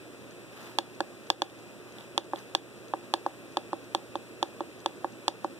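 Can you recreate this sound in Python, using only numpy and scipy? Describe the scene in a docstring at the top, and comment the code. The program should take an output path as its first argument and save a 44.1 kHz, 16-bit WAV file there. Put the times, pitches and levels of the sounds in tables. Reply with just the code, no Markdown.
"""Dome-switch button on a hollow handset

In a quiet bedroom a thumb works a button: each press and release snaps a dome switch, exciting decaying
modes of dome and hollow case, with a noisy crack, a dull room tail and a bright echo. Below lie coloured
room noise, sine hum and whines, a regular resonant tick and sleeve rustle made of dense noise slips.
Two capsules listen, far (left) and near (right) for the button; the recorder widens the image by
subtracting from each a late copy of the other, then turns down loud sound and cuts the top."""
import sys
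import numpy as np
from scipy import signal
from scipy.fft import rfft, irfft, next_fast_len
from scipy.io import wavfile
from scipy.ndimage import uniform_filter1d

SR = 44100
rng = np.random.default_rng(int(sys.argv[2]) if len(sys.argv) > 2 else 0)


def unload_wav(signal):
    """Save mono or channel-first audio to the path in sys.argv[1] as 16-bit WAV at rate SR, clipped to [-1, 1]."""
    wavfile.write(
        sys.argv[1],
        SR,
        np.round(np.clip(np.atleast_2d(signal).T, -1, 1) * 32767).astype(np.int16),
    )


N = 246519
HISS_EDGE_HZ = 15300   # room tone and rustle end here


def amp(db):
    """Logarithmic level: decibels to amplitude gain."""
    return 10 ** (np.asarray(db) / 20)


def at_hz(points, hz, column=1):
    """Spectral envelope: a table column interpolated on a log-frequency axis."""
    p = np.array(points)
    return np.interp(np.log(hz + 1), np.log(p[:, 0]), p[:, column])


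def ring(clicks, hz, t60):
    """Damped resonator: a unit click starts a decaying sine of initial height 1."""
    radius = amp(-60 / (t60 * SR))
    angle = 2 * np.pi * hz / SR
    # the tiny offset keeps the filter state from fading to zero
    return signal.lfilter([0, np.sin(angle)], [1, -2 * radius * np.cos(angle), radius ** 2], clicks + 1e-18)


def train(times, sizes):
    """Impulse excitation: clicks of the given sizes at the given times in seconds."""
    out = np.zeros(N)
    out[np.round(np.asarray(times) * SR).astype(int)] = sizes
    return out


# Spectrum of room tone and capsule hiss:
# (frequency [Hz], left density [dB per Hz], right density [dB per Hz], likeness of the capsules [0-1])
ROOM_TONE = [(30.3, -90.5, -94, 1), (94, -78.5, -78, 1), (208, -78, -72.5, 0.97), (327, -76, -72.5, 1),
             (578, -83.5, -78, 0.86), (866, -93, -93.5, 0.44), (1360, -88.5, -92, 0), (2160, -90.5, -97, 0),
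             (2552, -83, -129.5, 0), (3125, -100, -95.5, 0.12), (6200, -101, -102, 0), (9220, -97, -103, 0),
             (11500, -108, -109, 0), (15600, -109, -110, 0.3)]
DRONE_HZ, DRONE_WIDTH_HZ, DRONE_DB = 356, 16, 7   # a narrow hump on that spectrum


def room_tone():
    """Partial coherence: noise alike in both capsules in the bass, mostly unrelated in the treble."""
    hz = np.fft.rfftfreq(N, 1 / SR)
    shared, left, right = rfft(rng.standard_normal((3, N)))
    alike = np.clip(at_hz(ROOM_TONE, hz, column=3), 0, 1)
    pair = np.sqrt(alike) * shared + np.sqrt(1 - alike) * np.array([left, right])
    colour_db = np.array([at_hz(ROOM_TONE, hz, column=1), at_hz(ROOM_TONE, hz, column=2)])
    drone_db = DRONE_DB / (1 + (2 * (hz - DRONE_HZ) / DRONE_WIDTH_HZ) ** 2)
    colour = amp(colour_db + drone_db) * (hz < HISS_EDGE_HZ)
    return irfft(pair * colour, N) * np.sqrt(SR / 2)


BEAT_S, FIRST_BEAT_S, SLIP_AT_S, SLIP_S = 0.32, -0.0103, 1.8, 0.0133


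def beats():
    """Periodicity: a steady beat in seconds that slips late once and stays shifted."""
    s = np.arange(FIRST_BEAT_S, N / SR - SLIP_S, BEAT_S)
    return s + SLIP_S * (s > SLIP_AT_S)


HUM_HZ, STEADY_WHINE_HZ, WHINE_HZ = 120, 6993, 7913
HUM_DB, STEADY_WHINE_DB, WHINE_DB = (-57, -54), (-107, -74.5), (-88, -70)   # RMS at left, right capsule
WHINE_ON_S = 0.2   # the upper whine sounds this long after each beat


def tones():
    """Pure tones: mains hum, a steady whine and a whine gated by the beat."""
    t = np.arange(N) / SR
    spells = sum(((t > s) & (t < s + WHINE_ON_S)) * 1. for s in beats())
    gate = uniform_filter1d(spells, size=900)   # eased edges
    parts = [(HUM_HZ, HUM_DB, 1), (STEADY_WHINE_HZ, STEADY_WHINE_DB, 1), (WHINE_HZ, WHINE_DB, gate)]
    out = np.zeros((2, N))
    for hz, rms_db, envelope in parts:
        peak = np.sqrt(2) * amp(rms_db)[:, None]
        out += peak * envelope * np.sin(2 * np.pi * hz * t)
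    return out


# Relative spectrum of the cloth: (frequency [Hz], density [dB per Hz])
RUSTLE_COLOUR = [(300, -5), (900, 20), (2500, 13), (6000, 5), (14000, -0.5)]
# Drags of the sleeve on the bedding: (peak reached [s], hold [s], level [dB])
DRAGS = [(.57, 0.13, -51.5), (2.0, 0.011, -52.5), (2.382, 0.012, -52.5)]
DRAG_RISE_DB_PER_S, DRAG_FALL_DB_PER_S, REST_DB = 148, 170, -63.5   # REST_DB is the floor between drags
SLIP_SPREAD_DB, CLUMP_DB = 2.5, 2


def rustle():
    """Stick-slip friction: dense uneven fibre slips come in clumps, coloured by the cloth."""
    hz = np.fft.rfftfreq(N, 1 / SR)
    clumps = uniform_filter1d(rng.standard_normal(N), size=300)
    clump_db = CLUMP_DB * clumps / clumps.std()
    slip_db = SLIP_SPREAD_DB * np.minimum(rng.exponential(1, N), 4)
    slips = rng.standard_normal((2, N)) * amp(slip_db + clump_db)
    cloth = irfft(rfft(slips) * amp(at_hz(RUSTLE_COLOUR, hz)) * (hz < HISS_EDGE_HZ), N)
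    t = np.arange(N) / SR
    drags_db = []
    for s, hold, db in DRAGS:
        rise_db = DRAG_RISE_DB_PER_S * np.maximum(s - t, 0)
        fall_db = DRAG_FALL_DB_PER_S * np.maximum(t - s - hold, 0)
        drags_db.append(db - rise_db - fall_db)
    level_db = np.maximum(np.max(drags_db, axis=0), REST_DB)
    return amp(level_db) * cloth / cloth.std()


# Resonances of a tick: (frequency [Hz], t60 [s], level [dB])
TICK_MODES = [(6230, 0.013, 8), (8800, .003, -5), (4570, 0.011, 9.5)]
# Like ticks off the beat: (time [s], level before the modes [dB])
ODD_TICKS = [(2.3898, -49), (4.793, -58)]
TICK_DB, TICK_SCATTER_DB, SKIPPED_TICK_S, TICK_CUT_HZ = -55, 1.5, 3.2, 9500


def ticks():
    """Impulse response: each tick is a dry click of damped modes, nearer the left capsule."""
    odd_s, odd_db = np.transpose(ODD_TICKS)
    s = beats()[1:]
    s = s[abs(s - SKIPPED_TICK_S) > BEAT_S / 2]   # one beat stays silent
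    regular_db = TICK_DB + TICK_SCATTER_DB * rng.standard_normal(len(s))
    s, level_db = np.append(s, odd_s), np.append(regular_db, odd_db)
    click = sum(ring(train(s, amp(level_db + mode_db)), hz, t60) for hz, t60, mode_db in TICK_MODES)
    click = signal.lfilter(*signal.butter(2, TICK_CUT_HZ, fs=SR), click)
    return amp([[0], [-7]]) * click


# Dome collapses: (time [s], knock on the case [dB], snap [dB], brightness [dB])
PRESSES = [(0.7865, -14.5, -13.5, -1.5), (1.302, -14, -12, -1), (2.1785, -15.5, -15, -3.5),
           (2.5502, -15.5, -11.5, -3), (3.139, -12.5, -16, -1.5), (3.571, -14.5, -20, -4.5),
           (3.949, -13, -17, -3), (4.4283, -13.5, -18, -3.5), (4.8606, -14.5, -19, -3.5),
           (5.281, -13.5, -16, -0.5)]
# Dome springs back: (time [s], knock on the case [dB], snap [dB], brightness [dB], hardness [dB])
RELEASES = [(1.0057, -18.5, -24.5, -1.5, 16.5), (1.42, -13.5, -16.5, -1.5, 8), (2.335, -17.5, -43, -9, 1),
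            (2.9375, -16, -36.5, -4, 2), (3.2639, -16, -43.5, 8, 0.5), (3.7316, -19.5, -42, 5, 0),
            (4.1556, -20, -31, -6, 2), (4.607, -21.5, -39, -3, -3), (5.0457, -17.5, -46, 1, 3.5),
            (5.4463, -17.5, -45, 7, -4)]
# Small creaks of the dome under the resting thumb: (time [s], level [dB])
CREAKS = [(1.499, -43), (1.985, -35.5), (2.009, -37.5), (2.3597, -32), (2.389, -59), (2.5102, -61),
          (3.7414, -42), (4.2647, -53), (4.6917, -57)]
# Case modes: (frequency [Hz], t60 [s], press level [dB], release level [dB], far re near capsule [dB])
CASE = [(334.5, 0.053, -2.5, -2, -3), (570.4, 0.049, -13, -11.5, 0.5), (798, 0.029, -6, -3.5, -43),
        (882.6, 0.019, -5, -4.5, -0.5), (1059, 0.012, -5.5, -2.5, -3), (1446, 0.013, -55.5, -12.5, -17),
        (1665, 0.022, -4.5, -12, -5.5)]
# Dome and button modes: (frequency [Hz], level [dB], far re near capsule [dB])
DOME = [(2890, -16.5, 7), (3459, 1.5, -41.5), (3730, -7, -49), (4430, -0.5, -49), (4320, -9, -36),
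        (4890, -12, 5), (6070, -5.5, -19), (5780, -13.5, -32), (7900, -13.5, 7), (14300, -17, -5)]
# how the case colour follows the blow; pairs are (press, release)
USUAL_KNOCK_DB, USUAL_SNAP_DB = (-15, -16), -15
# the deep modes gain less than the rest from a stronger knock
USUAL_DEPTH_DB, DEPTH_PER_KNOCK_DB, DEEP_BELOW_HZ = (-0.4, 0.86), (-0.6, -1), 700
# on a press a sharper snap wakes the upper case modes
USUAL_HARD_DB, HARD_PER_SNAP_DB, HARD_FROM_HZ = 1.5, 1, 1300
YIELD_LEAD_S, YIELD_DB, PUSH_LEAD_S = 0.00089, -7, 0.0006
KNOCK_CUT_HZ, CASE_LOW_HZ, CREAK_KNOCK_DB = 887, 315, -7.5
BRIGHT_FROM_HZ, SNAP_SCATTER_DB, SNAP_CUT_HZ, DOME_RING_CYCLES = 4000, 1.5, 10100, 30
CRACK_DB, CRACK_T60_S, CRACK_HZ = -7, 0.021, (4120, 6900)   # noisy part of a snap


def button():
    """Modal excitation: press and release push the case oppositely; returns far and near capsule."""
    presses = [row + (USUAL_HARD_DB + HARD_PER_SNAP_DB * (row[2] - USUAL_SNAP_DB),) for row in PRESSES]
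    rows = np.array(presses + RELEASES)
    s, knock_db, snap_db, bright_db, hard_db = rows.T
    creak_s, creak_db = np.transpose(CREAKS)
    pressed = np.arange(len(rows)) < len(PRESSES)
    kind = 1 - pressed   # 0 press, 1 release
    extra_knock_db = knock_db - np.take(USUAL_KNOCK_DB, kind)
    depth_db = np.take(USUAL_DEPTH_DB, kind) + np.take(DEPTH_PER_KNOCK_DB, kind) * extra_knock_db
    sign = np.where(pressed, -1, 1)
    case, dome = np.zeros((2, N)), np.zeros((2, N))
    chance = rng.normal(0, 1, (len(rows), len(CASE) + len(DOME))).T

    for (hz, t60, press_db, release_db, far_db), luck in zip(CASE, chance):
        colour_db = depth_db * (hz < DEEP_BELOW_HZ) + hard_db * (hz > HARD_FROM_HZ)
        mode_db = np.where(pressed, press_db, release_db)
        size = sign * amp(knock_db + mode_db + colour_db + luck)   # 1 dB scatter
        # the dome first yields the other way, then snaps through
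        push = train(s - PUSH_LEAD_S, size) - train(s - YIELD_LEAD_S, size * amp(YIELD_DB))
        # a creak also nudges the case
        push += train(creak_s, amp(creak_db + release_db + CREAK_KNOCK_DB))
        case += amp([[far_db], [0]]) * ring(push, hz, t60)
    # the push is rounded, and a small case radiates no bass
    case = signal.sosfilt(signal.butter(2, KNOCK_CUT_HZ, fs=SR, output="sos"), case)
    case = signal.sosfilt(signal.butter(4, CASE_LOW_HZ, "high", fs=SR, output="sos"), case)

    for (hz, level_db, far_db), luck in zip(DOME, chance[len(CASE):]):
        upper = hz > BRIGHT_FROM_HZ
        snap = train(s, sign * amp(snap_db + level_db + upper * bright_db + SNAP_SCATTER_DB * luck))
        # creaks are set relative to the strongest mode, too soft to reach the upper modes fully
        snap += train(creak_s, amp(creak_db + level_db - DOME[1][1] - 10.8 * upper))
        # plastic loses the same share on every cycle
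        dome += amp([[far_db], [0]]) * ring(snap, hz, DOME_RING_CYCLES / hz)
    dome = signal.lfilter(*signal.butter(1, SNAP_CUT_HZ, fs=SR), dome)   # the snap is not instant

    crack_starts = train(s, amp(snap_db + bright_db + CRACK_DB))
    dying = signal.lfilter([1], [1, -amp(-60 / (CRACK_T60_S * SR))], crack_starts)
    crack = dying * rng.standard_normal((2, N))
    crack = signal.lfilter(*signal.butter(1, CRACK_HZ, "band", fs=SR), crack)
    return case + dome + amp([[-8], [0]]) * crack


ROOM_T60_S, ROOM_DB, ROOM_CUT_HZ = 0.19, -28.5, 1120


def room(x):
    """Diffuse reverberation: a short dull noise tail of its own for each capsule."""
    n = np.arange(SR // 4)
    decay = amp(-60 * n / SR / ROOM_T60_S) * (n > .004 * SR)
    tail = rng.standard_normal((2, len(n))) * decay
    tail = signal.lfilter(*signal.butter(1, ROOM_CUT_HZ, fs=SR), tail)
    tail /= np.sqrt(np.sum(tail ** 2, axis=1, keepdims=True))   # unit energy
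    return amp(ROOM_DB) * signal.fftconvolve(x[None], tail, axes=1)[:, :N]


ECHO_LAG_S, ECHO_DB, ECHO_LOW_HZ, ECHO_T60_S = 0.0122, -25, 3550, 0.11


def echo(x):
    """Delayed reflection: treble thrown back by hard walls sets in after a gap and scatters away."""
    t = np.arange(SR // 10) / SR - ECHO_LAG_S
    tail = rng.standard_normal((2, len(t))) * amp(-60 * t / ECHO_T60_S) * (t > 0)
    tail /= np.sqrt(np.sum(tail ** 2, axis=1, keepdims=True))   # unit energy
    bright = signal.lfilter(*signal.butter(2, ECHO_LOW_HZ, "high", fs=SR), x)
    return amp(ECHO_DB) * signal.fftconvolve(bright[None], tail, axes=1)[:, :N]


FAR_LAG_S = 0.00011   # extra travel time to the far capsule


def scene():
    """Superposition: the handset, its room and the background add linearly."""
    far, near = button()
    n = np.arange(N)
    direct = np.array([np.interp(n - FAR_LAG_S * SR, n, far), near])
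    return direct + room(near) + echo(near) + room_tone() + tones() + rustle() + ticks()


# Response of the late copy fed across the capsules: (frequency [Hz], gain [dB])
CROSS_GAIN = [(100, -1.5), (1500, -2.5), (4500, 0.4), (7000, -14.5), (12000, -9.5)]
CROSS_LAG_S, CUTOFF_HZ = 0.000448, 16700
LIMIT_DB, RECOVERY_DB_PER_S = -6.5, 14


def record(dry):
    """Cross-feed and gain control: subtracted late copies, a slowly recovering limiter, the top cut."""
    size = next_fast_len(N + 256)
    hz = np.fft.rfftfreq(size, 1 / SR)
    late = amp(at_hz(CROSS_GAIN, hz)) * np.exp(-2j * np.pi * hz * CROSS_LAG_S)
    wide = dry - irfft(rfft(dry[::-1], size) * late, size)[:, :N]
    peak_db = 20 * np.log10(np.abs(wide).max(axis=0) + 1e-9)
    over_db = np.maximum(peak_db - LIMIT_DB, 0)
    # hold each excess while it falls at the recovery rate
    fall_db = RECOVERY_DB_PER_S * np.arange(N) / SR
    held_db = np.maximum.accumulate(over_db + fall_db) - fall_db
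    smooth = np.exp(-1 / (0.023 * SR))   # the gain moves with a 23 ms time constant
    gain = amp(-signal.lfilter([1 - smooth], [1, -smooth], held_db))
    return signal.sosfilt(signal.cheby2(24, 70, CUTOFF_HZ, fs=SR, output="sos"), gain * wide)


dry = scene()
out = record(dry)
unload_wav(out)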